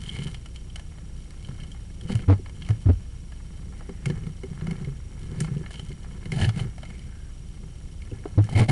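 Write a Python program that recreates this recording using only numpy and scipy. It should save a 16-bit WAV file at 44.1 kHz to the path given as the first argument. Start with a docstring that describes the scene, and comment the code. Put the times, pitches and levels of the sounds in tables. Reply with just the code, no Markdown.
"""A cable rustles, ticks and scrapes as an inspection camera is fed along by hand.
Its stick-slip friction reaches the microphone through the monitor case, whose resonances colour it.
Knocks set the case's modes ringing; the heaviest bumps boom and overload the input.
Under it all lie hiss, low rumble, mains hum and a thin, pulsing electronic whine."""
import sys
import numpy as np
from scipy import signal
from scipy.fft import rfft, irfft
from scipy.io import wavfile
from scipy.ndimage import uniform_filter1d

SR = 44100
rng = np.random.default_rng(int(sys.argv[2]) if len(sys.argv) > 2 else 0)


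def generate_wav(signal):
    """Clip the signal to [-1, 1] and save it as 16-bit WAV at the path in sys.argv[1]."""
    frames = np.transpose(np.atleast_2d(signal))
    scaled = np.clip(frames, -1, 1) * 32767
    pcm = np.round(scaled).astype(np.int16)
    wavfile.write(sys.argv[1], SR, pcm)


N = 384111
T = np.arange(N) / SR
BIN_HZ = np.fft.rfftfreq(N, 1 / SR)


def amplitude(db):
    """Amplitude ratio: a factor of ten for every 20 dB."""
    return 10 ** (np.asarray(db) / 20)


def unit_rms(x):
    """Normalisation to a mean power of one."""
    return x / np.sqrt(np.mean(x ** 2) + 1e-20)


def spectrum_db(points, hz):
    """Interpolation of a spectrum on a log-frequency axis."""
    f, db = np.transpose(points)
    return np.interp(np.log(hz + 1), np.log(f + 1), db)


def add(mix, start, sound):
    """Superposition of a sound on the mix, from a start in seconds."""
    part = mix[max(round(start * SR), 0):][:len(sound)]
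    part += sound[:len(part)]


def coloured(noise, spectrum):
    """Spectral shaping of a noise, at unit rms."""
    return unit_rms(irfft(rfft(noise) * amplitude(spectrum_db(spectrum, BIN_HZ)), N))


def wobble(rate_hz):
    """Slow random modulation: low-passed noise at unit rms."""
    return unit_rms(irfft(rfft(rng.standard_normal(N)) * np.exp(-(BIN_HZ / rate_hz) ** 2), N))


# Spectra of the steady noises. Each row: frequency in Hz, relative density in dB.
HISS_SPECTRUM = [(200, 6.5), (500, 10), (750, 3.5), (1100, -0.5), (1750, -4), (2600, 0), (3050, 1.5),
                 (3500, -2), (6000, -3.5), (8000, -1), (11000, -5)]
RUMBLE_SPECTRUM = [(8, -6.5), (22, -5), (32, 0.5), (45, -0.5), (85, 0.5), (120, -6.5), (170, -9.5),
                   (200, -15.5), (260, -18.5), (400, -32.5), (600, -53)]
def noise_floor(hiss_db=-57.5, rumble_db=-41):
    """Stationary Gaussian noise: a broad hiss over a low rumble."""
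    hiss = amplitude(hiss_db) * coloured(rng.standard_normal(N), HISS_SPECTRUM)
    rumble = amplitude(rumble_db) * coloured(rng.standard_normal(N), RUMBLE_SPECTRUM)
    return hiss + rumble


# Mains hum and picture-rate buzz. Each row: frequency in Hz, rms level in dB.
HUM_PARTIALS = [(29.97, -42.5), (59.94, -43.5), (179.8, -62.5), (299.7, -68.5), (359.6, -70.5),
                (419.6, -84)]
def hum():
    """Periodic interference has a line spectrum: a sum of steady sinusoids."""
    return sum(np.sqrt(2) * amplitude(db) * np.sin(2 * np.pi * (hz * T + rng.random()))
               for hz, db in HUM_PARTIALS)


def whine(db=-62, hz=5653.3, pulse_hz=22.256, lag_cycles=0.372):
    """Amplitude modulation: a smoothed square wave switches an electronic tone on and off."""
    switched_on = np.cos(2 * np.pi * (pulse_hz * T - lag_cycles)) > 0
    gate = uniform_filter1d(switched_on.astype(float), size=60)
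    return amplitude(db) * gate * np.sin(2 * np.pi * hz * T)


# Resonances of the case housing. Each row: centre in Hz, width in Hz, gain in dB.
HOUSING_RESONANCES = [(781, 130, 5.5), (1344, 97, 6), (1716, 120, 7.5), (2157, 174, 12), (3013, 390, 13),
                      (4240, 680, 5), (7120, 160, 8), (8740, 1220, 10), (10200, 390, 9.5)]
def housing(spectrum, rings=(), size=4096):
    """Minimum-phase impulse response, at unit energy: a click's spectrum shaped by resonances."""
    hz = abs(np.fft.fftfreq(size, 1 / SR))
    peaks_db = sum(db / (1 + (2 * (hz - centre) / width) ** 2)
                   for centre, width, db in [*HOUSING_RESONANCES, *rings])
    log_magnitude = np.log(amplitude(spectrum_db(spectrum, hz) + peaks_db))
    transfer = np.exp(np.conj(signal.hilbert(log_magnitude)))
    response = np.fft.ifft(transfer).real[:size // 2]
    return response / np.linalg.norm(response)


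def slips(per_s, spread_db):
    """Stick-slip motion as a Poisson train of impulses, at unit rms."""
    size = amplitude(spread_db * np.minimum(rng.exponential(1, N), 4))
    return unit_rms(size * rng.choice([-1., 1.], N) * (rng.random(N) < per_s / SR))


def friction(spectrum, rings=(), *, per_s, spread_db, clump_db=3):
    """Source and filter: slips, swelling in clumps, ring through the housing; unit rms."""
    drive = slips(per_s, spread_db) * amplitude(clump_db * wobble(rate_hz=83))
    return unit_rms(signal.oaconvolve(drive, housing(spectrum, rings))[:N])


# Spectra of cable rustle, case groan and hand rub. Each row: frequency in Hz, relative density in dB.
RUSTLE_SPECTRUM = [(300, -27), (1200, -6.5), (2000, -6), (3000, -0.5), (4500, -0.5), (6000, -2.5),
                   (11000, -9)]
GROAN_SPECTRUM = [(60, -2), (100, 2), (155, 3.5), (220, -6), (260, -15.5), (390, -13.5), (435, -19.5),
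                  (490, -17), (600, -38.5), (1500, -49.5)]
RUB_SPECTRUM = [(250, -20), (500, -5.5), (1000, 2), (1800, -1.5), (2400, -7.5), (3200, -23), (6000, -21),
                (11000, -38)]
# Resonances under a light slide. Each row: centre in Hz, width in Hz, gain in dB.
SLIDE_RESONANCES = [(2220, 200, 6), (3100, 140, 4.5)]
# Levels with the hand at rest: rustle, groan and rub in dB.
HAND_AT_REST_DB = (-65, -48.5, -65)
# Feeding strokes. Each row: start, fastest moment and end in seconds, then rustle, groan and rub in dB.
HAND_STROKES = [(-0.15, 0.172, 0.45, -48, -38, -53.5), (1.298, 1.571, 1.85, -59.5, -45, -61.5),
                (1.955, 2.136, 2.33, -58.5, -32.5, -54.5), (2.459, 2.72, 2.95, -58.5, -42, -64),
                (3.353, 3.77, 3.98, -72, -44, -64), (3.97, 4.135, 4.4, -63, -35, -57),
                (4.347, 4.729, 5, -65.5, -35.5, -54), (5.02, 5.451, 5.75, -61, -36, -54),
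                (5.581, 5.782, 6.1, -56, -44.5, -63), (5.954, 6.149, 6.6, -64.5, -42, -58.5),
                (6.246, 6.441, 6.55, -54, -30.5, -63), (6.509, 6.608, 6.72, -66, -32.5, -52),
                (6.7, 6.912, 7.2, -62.5, -44.5, -62), (7.95, 8.124, 8.5, -65, -46.5, -60.5),
                (8.301, 8.6, 8.6, -55, -32.5, -53)]
def handling(sharpness=1.26):
    """Friction noise grows with sliding speed: the cable rustles, the hand rubs, the case groans."""
    t = T[::100]
    power = amplitude(HAND_AT_REST_DB)[:, None] ** 2 * np.ones(len(t))
    for start, fastest, end, *levels_db in HAND_STROKES:
        speed = np.sin(np.pi / 2 * np.interp(t, [start, fastest, end], [0, 1, 0])) ** sharpness
        power += np.outer(amplitude(levels_db), speed) ** 2  # incoherent sounds add in power
    rustle, groan, rub = (np.interp(T, t, np.sqrt(p)) for p in power)
    return (rustle * friction(RUSTLE_SPECTRUM, SLIDE_RESONANCES, per_s=900, spread_db=4.5)
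            + rub * friction(RUB_SPECTRUM, per_s=1500, spread_db=2.5, clump_db=4)
            + groan * coloured(slips(per_s=500, spread_db=3), GROAN_SPECTRUM))


# Cable squeaks. Each row: start and end in seconds, centre and half-width in Hz, top rms level in dB.
CABLE_SQUEAKS = [(0.0, 0.29, 3150, 160, -49.5), (0.07, 0.284, 2170, 80, -49), (3.6, 4.4, 1900, 400, -63.5),
                 (5.68, 5.858, 3060, 200, -56.5), (6.394, 6.476, 1730, 120, -38),
                 (6.833, 7.133, 2200, 185.2, -60), (7.01, 7.335, 1610, 130.1, -63.5),
                 (8.536, 8.66, 2145, 110, -34.5), (8.565, 8.63, 720, 130, -32.5)]
def squeaks():
    """Narrow-band resonance: light slips excite a single pitch for a moment."""
    out = np.zeros(N)
    drive = rfft(slips(per_s=600, spread_db=1))
    for start, end, hz, half_width, db in CABLE_SQUEAKS:
        ring = irfft(drive / (1 + 1j * (BIN_HZ - hz) / half_width) ** 2, N)
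        swell = np.sin(np.pi * np.clip((T - start) / (end - start), 0, 1))
        out += amplitude(db) * unit_rms(ring) * swell
    return out


# Spectrum of a scrape. Each row: frequency in Hz, relative density in dB.
SCRAPE_SPECTRUM = [(150, 19), (400, 2.5), (800, -1.5), (1700, -4.5), (2600, -2.5), (3200, -6), (4500, -4.5),
                   (6000, -9), (11000, -16)]
# Its peaks and notches. Each row: centre in Hz, width in Hz, gain in dB.
SCRAPE_RESONANCES = [(243, 50, 2.5), (350, 92, 3.5), (770, 370, 8.5), (1120, 110, -20), (2880, 280, -4)]
# Scrapes over the case. Each row: start, crest and end in seconds, level in dB, ring in Hz, depth in dB.
CABLE_SCRAPES = [(2.073, 2.135, 2.13, -35.5, 2990, -11), (5.347, 5.41, 5.48, -44, 4550, -12),
                 (6.324, 6.426, 6.51, -24.5, 1720, 3.5), (6.534, 6.6, 6.65, -37.5, 2100, -5.5),
                 (8.513, 8.606, 8.665, -21, 1980, 8.5), (8.681, 8.693, 8.78, -20, 2170, 7)]
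def scrapes(fade_db=19, ring_db=6, ring_width_hz=280):
    """Friction under load: grit swells until the cable comes free; heavy pressure sounds deeper."""
    out = np.zeros(N)
    for start, crest, end, db, hz, depth_db in CABLE_SCRAPES:
        swell_db = np.interp(T, [start, crest, end], [-fade_db, 0, -fade_db])
        force = amplitude(db + swell_db) * (T > start) * (T < end)
        rings = [*SCRAPE_RESONANCES, (hz, ring_width_hz, ring_db), (400, 1200, depth_db)]
        out += force * friction(SCRAPE_SPECTRUM, rings, per_s=2200, spread_db=0)
    return out


def stray_ticks(per_stroke=2, above_rustle_db=17, spread_db=3, low_db=-18, treble_db=-12):
    """Isolated slips: rows of faint ticks near each stroke's fastest moment, scaled to its rustle."""
    rows = []
    for start, fastest, end, rustle_db, _, _ in HAND_STROKES:
        for when, size, pitch in rng.random((per_stroke, 3)):
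            offset = (np.interp(when, [0, .5, 1], [start, fastest, end]) - fastest) / 2
            db = min(rustle_db + above_rustle_db, -36) + spread_db * (2 * size - 1)
            ring_hz = np.interp(pitch, [0, 1], [2000, 3200])
            rows.append((fastest + offset, db, low_db, treble_db, ring_hz))
    return rows


# Spectrum of a tick. Each row: frequency in Hz, relative density in dB.
TICK_SPECTRUM = [(200, -26.5), (600, 12.5), (1500, 4.5), (2600, -2.5), (3600, -6.5), (4500, -3), (6000, 2),
                 (8500, -5.5), (11000, -9.5)]
# Cable ticks. Each row: start in seconds, level in dB, bass and treble gains in dB, contact ring in Hz.
CABLE_TICKS = [(0.0596, -35, -25, -11, 3240), (0.0915, -23.5, -44, -21, 3240), (0.1615, -33, -7, -14, 2160),
               (0.219, -34, -22, -14, 3070), (0.2676, -32.5, -17, -24, 3040),
               (0.344, -31.5, -16, -10, 3200), (0.4585, -36, -7, -4, 3013), (0.5586, -34.5, -31, -8, 3160),
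               (0.6988, -41, -21, -18, 3250), (0.7577, -28.5, -6, -3, 3100), (0.7948, -36, -6, -5, 3280),
               (0.9832, -42.5, -2, -12, 1700), (1.4462, -37.5, -24, -25, 3080),
               (1.486, -39.5, -7, -25, 1430), (1.6005, -39, -17, -9, 3140), (1.634, -37, -8, -7, 3000),
               (1.716, -37, -33, -1, 3240), (2.0103, -38.5, -23, -5, 3280), (2.0964, -30.5, 8, -11, 2140),
               (2.152, -29.5, -4, 0, 2940), (2.191, -36, -2, -17, 2070), (2.331, -28.5, 7, -27, 1690),
               (2.4598, -35.5, 4, -16, 3140), (2.4944, -39.5, -3, -6, 2270),
               (2.6198, -32.5, -19, -16, 3200), (2.6872, -30.5, -1, -4, 1700),
               (2.7044, -32.5, -13, -10, 1710), (3.3196, -39.5, -2, -8, 1710), (3.8074, -37, 18, -15, 1720),
               (3.892, -36.5, 2, -11, 1380), (4.0566, -23, -8, -5, 2300), (4.0994, -29, -4, -13, 1700),
               (4.266, -39, -11, -16, 1380), (4.4332, -34.5, -8, -6, 2100), (4.6099, -36.5, -5, -27, 1510),
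               (4.668, -31, -6, -10, 1460), (4.7092, -30, -5, -5, 2140), (4.8457, -35, -11, -13, 2120),
               (5.4031, -22.5, -10, 8, 1950), (5.4444, -31, -1, -18, 1400), (5.6596, -33, -7, -35, 1765),
               (5.706, -35, -5, -7, 1680), (5.7397, -34.5, -14, -9, 3005), (5.7943, -29.5, -7.5, -7, 3088),
               (5.8905, -44, -11, -3, 3055), (6.2551, -34, -5, -7, 2080), (6.3185, -22.5, -10, -5.5, 2090),
               (6.3879, -30, -4, -15, 3100), (6.4133, -23, -12, -9, 3050), (6.4433, -22.5, -19, -20, 2720),
               (6.4906, -26, -5, -12, 3360), (6.5924, -28.5, -8.5, -26, 2980), (6.7795, -36.5, 3, -4, 3140),
               (6.8305, -32, 5, -12, 3185), (6.8513, -37.5, -16, -9, 2190), (6.9017, -39, 3, -4, 2160),
               (8.0183, -38.5, -26, -8, 2240), (8.2546, -29, 16, -23, 1370), (8.4408, -36.5, -37, -2, 1640),
               (8.4888, -30, 12, -17, 2130)]
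def ticks(rise_s=0.0011, chatter_s=0.0036, tail_s=0.051, tail_gain=0.046, ring_width_hz=380):
    """Transient excitation: a few milliseconds of contact chatter ring through the housing."""
    out, t = np.zeros(N), np.arange(SR // 16) / SR
    envelope = (np.exp(-t / chatter_s) + tail_gain * np.exp(-t / tail_s)) * (1 - np.exp(-t / rise_s))
    for start, level_db, low_db, treble_db, hz in [*CABLE_TICKS, *stray_ticks()]:
        tilt = [(1200, low_db), (1800, 0), (4500, 0), (6000, treble_db)]
        spectrum = [(f, db + spectrum_db(tilt, f)) for f, db in TICK_SPECTRUM]
        ring_db = 5 + 0.42 * max(-low_db, 0)  # thinner ticks ring more
        response = housing(spectrum, [(hz, ring_width_hz, ring_db)])
        tick = signal.fftconvolve(rng.standard_normal(len(t)) * envelope, response)
        add(out, start, amplitude(level_db) * tick * np.linalg.norm(envelope) / np.linalg.norm(tick))
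    return out


# Hollow taps. Each row: start in seconds, level in dB, pitch in Hz, 60 dB decay time in seconds.
HOLLOW_TAPS = [(2.103, -39, 374, 0.089), (2.392, -32.5, 364, 0.053), (4.436, -37, 390.4, 0.13),
               (5.61, -38, 371, 0.071), (8.114, -38, 403, 0.053), (8.2552, -25, 408, 0.047)]
def taps(rise_s=0.0018):
    """Damped free vibration: one main mode between two weaker ones."""
    out, t = np.zeros(N), np.arange(SR // 6) / SR
    for start, db, hz, t60 in HOLLOW_TAPS:
        ring = sum(amplitude(mode_db - 60 * t / t60) * np.sin(2 * np.pi * (hz * ratio * t + rng.random()))
                   for ratio, mode_db in [(.76, 0), (1, 4), (1.3, -10)])
        add(out, start, amplitude(db) * ring * (1 - np.exp(-t / rise_s)))
    return out


# Upper modes of the case. Each row: frequency in Hz, relative level in dB, 60 dB decay time in seconds.
CASE_MODES = [(227.6, 0.5, 0.13), (295, 2.5, 0.05), (381, 3.5, 0.098), (478, -0.5, 0.069),
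              (749, -19, 0.069)]
# Light knocks. Each row: start in seconds, level in dB, gain of the upper modes in dB, lowest mode in Hz.
CASE_KNOCKS = [(0.188, -22, -15, 149), (0.256, -25.5, -16, 145), (1.488, -28.5, -17.5, 140),
               (2.098, -19.5, -14, 194), (3.889, -31, -2.5, 177), (4.063, -15.5, -16, 136.3),
               (4.098, -14.5, -14.5, 145.2), (4.267, -22.5, -19, 154), (4.433, -32.5, -1.5, 108.9),
               (4.511, -25.5, -20, 143), (4.621, -25, -14.5, 162), (4.678, -19.5, -18, 170.5),
               (4.714, -24, -16, 167.5), (4.812, -22.5, -21, 147), (4.872, -21, -15, 138),
               (5.317, -28, -11, 161), (5.384, -21, -19, 134), (5.409, -17, -20, 155),
               (5.512, -19.5, -23, 137), (5.563, -22, -15.5, 152), (5.79, -31, -13, 111),
               (5.901, -29.5, -11, 153), (6.257, -27.5, -12, 152), (6.321, -21, -14, 141.4),
               (6.364, -18.5, -22, 144), (6.565, -21.5, -21, 157), (6.61, -19, -23, 123),
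               (6.649, -25.5, -17.5, 113), (7.627, -32, -12, 157.2), (8.117, -28, -6, 108)]
def knocks(rise_s=0.004, body_t60=0.2, pair_ratio=1.152, pair_db=-7):
    """Modal superposition: two close low modes beat; harder contact brings out the upper ones."""
    out, t = np.zeros(N), np.arange(SR // 4) / SR
    for start, level_db, hardness_db, hz in CASE_KNOCKS:
        phase = 2 * np.pi * hz * t
        pair = np.sin(phase) + amplitude(pair_db) * np.sin(pair_ratio * phase)
        ring = amplitude(-60 * t / body_t60) * pair
        for mode_hz, db, t60 in CASE_MODES:
            cycles = mode_hz * (1 + 0.02 * rng.standard_normal()) * t + rng.random()
            ring += amplitude(db + hardness_db - 60 * t / t60) * np.sin(2 * np.pi * cycles)
        add(out, start, amplitude(level_db) * ring * (1 - np.exp(-t / rise_s)))
    return out


# Spectrum of the crunching contact. Each row: frequency in Hz, relative density in dB.
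CRUNCH_SPECTRUM = [(100, -10), (220, 11), (400, -0.5), (700, -12), (1300, -18.5), (2500, -33.5),
                   (5000, -37), (11000, -57)]
# Heavy bumps. Each row: start in seconds, level in dB, pitch in Hz, build-up time in seconds,
# 60 dB decay time in seconds, crunch level in dB.
CASE_BUMPS = [(2.144, -13, 113.6, 0.017, 0.088, -49), (2.2789, 1, 96.16, 0.032, 0.1, -16),
              (2.694, -11, 107.7, 0.015, 0.13, -35), (2.855, -8, 105.4, 0.015, 0.079, -28),
              (2.885, -0.5, 87.5, 0.015, 0.08, -26.5), (2.924, -23, 51, 0.011, 0.27, -60),
              (6.417, -14, 97, 0.013, 0.12, -49), (6.467, -12.5, 112.6, 0.019, 0.14, -48),
              (8.375, -2.5, 104.4, 0.013, 0.16, -24), (8.55, -9, 104.5, 0.014, 0.14, -24.5),
              (8.586, -8.5, 109, .035, 0.12, -19), (8.688, -13.5, 122.6, 0.013, 0.18, -21)]
def bumps(wander=0.03, overtone_db=-25, linger_db=-24, linger_t60=0.4, crunch_t60=0.097):
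    """Forced, then free vibration: a crunching push builds a deep boom that drops fast, then lingers."""
    boom, contact, t = np.zeros(N), np.zeros(N), np.arange(SR // 3) / SR
    for start, db, hz, build_s, t60, crunch_db in CASE_BUMPS:
        push = np.sin(np.pi / 2 * np.minimum(t / build_s, 1))
        free_s = np.maximum(t - build_s, 0)
        drift = unit_rms(uniform_filter1d(rng.standard_normal(len(t)), size=500))
        phase = 2 * np.pi * np.cumsum(hz * (1 + wander * drift)) / SR
        swing = np.sin(phase) + amplitude(overtone_db) * np.sin(1.49 * phase)
        decay = amplitude(-60 * free_s / t60) + amplitude(linger_db - 60 * free_s / linger_t60)
        add(boom, start, amplitude(db) * push * decay * swing)
        add(contact, start, push * amplitude(crunch_db - 60 * free_s / crunch_t60))
    return boom + contact * friction(CRUNCH_SPECTRUM, per_s=4000, spread_db=2)


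def scene():
    """Linear superposition: impacts, friction and background sum in one channel."""
    impacts = bumps() + knocks() + taps()
    sliding = ticks() + scrapes() + squeaks() + handling()
    background = noise_floor() + hum() + whine()
    return (impacts + sliding + background)[None]


def record(dry, rails=(-0.28, 0.263), cutoff_hz=11200):
    """Hard clipping flattens the heavy bumps at the input; a low-pass filter then limits the band."""
    lowpass = signal.firwin(255, cutoff_hz, window=("kaiser", 8), fs=SR)
    return signal.oaconvolve(np.clip(dry, *rails), lowpass[None], "same")


dry = scene()
out = record(dry)
generate_wav(out)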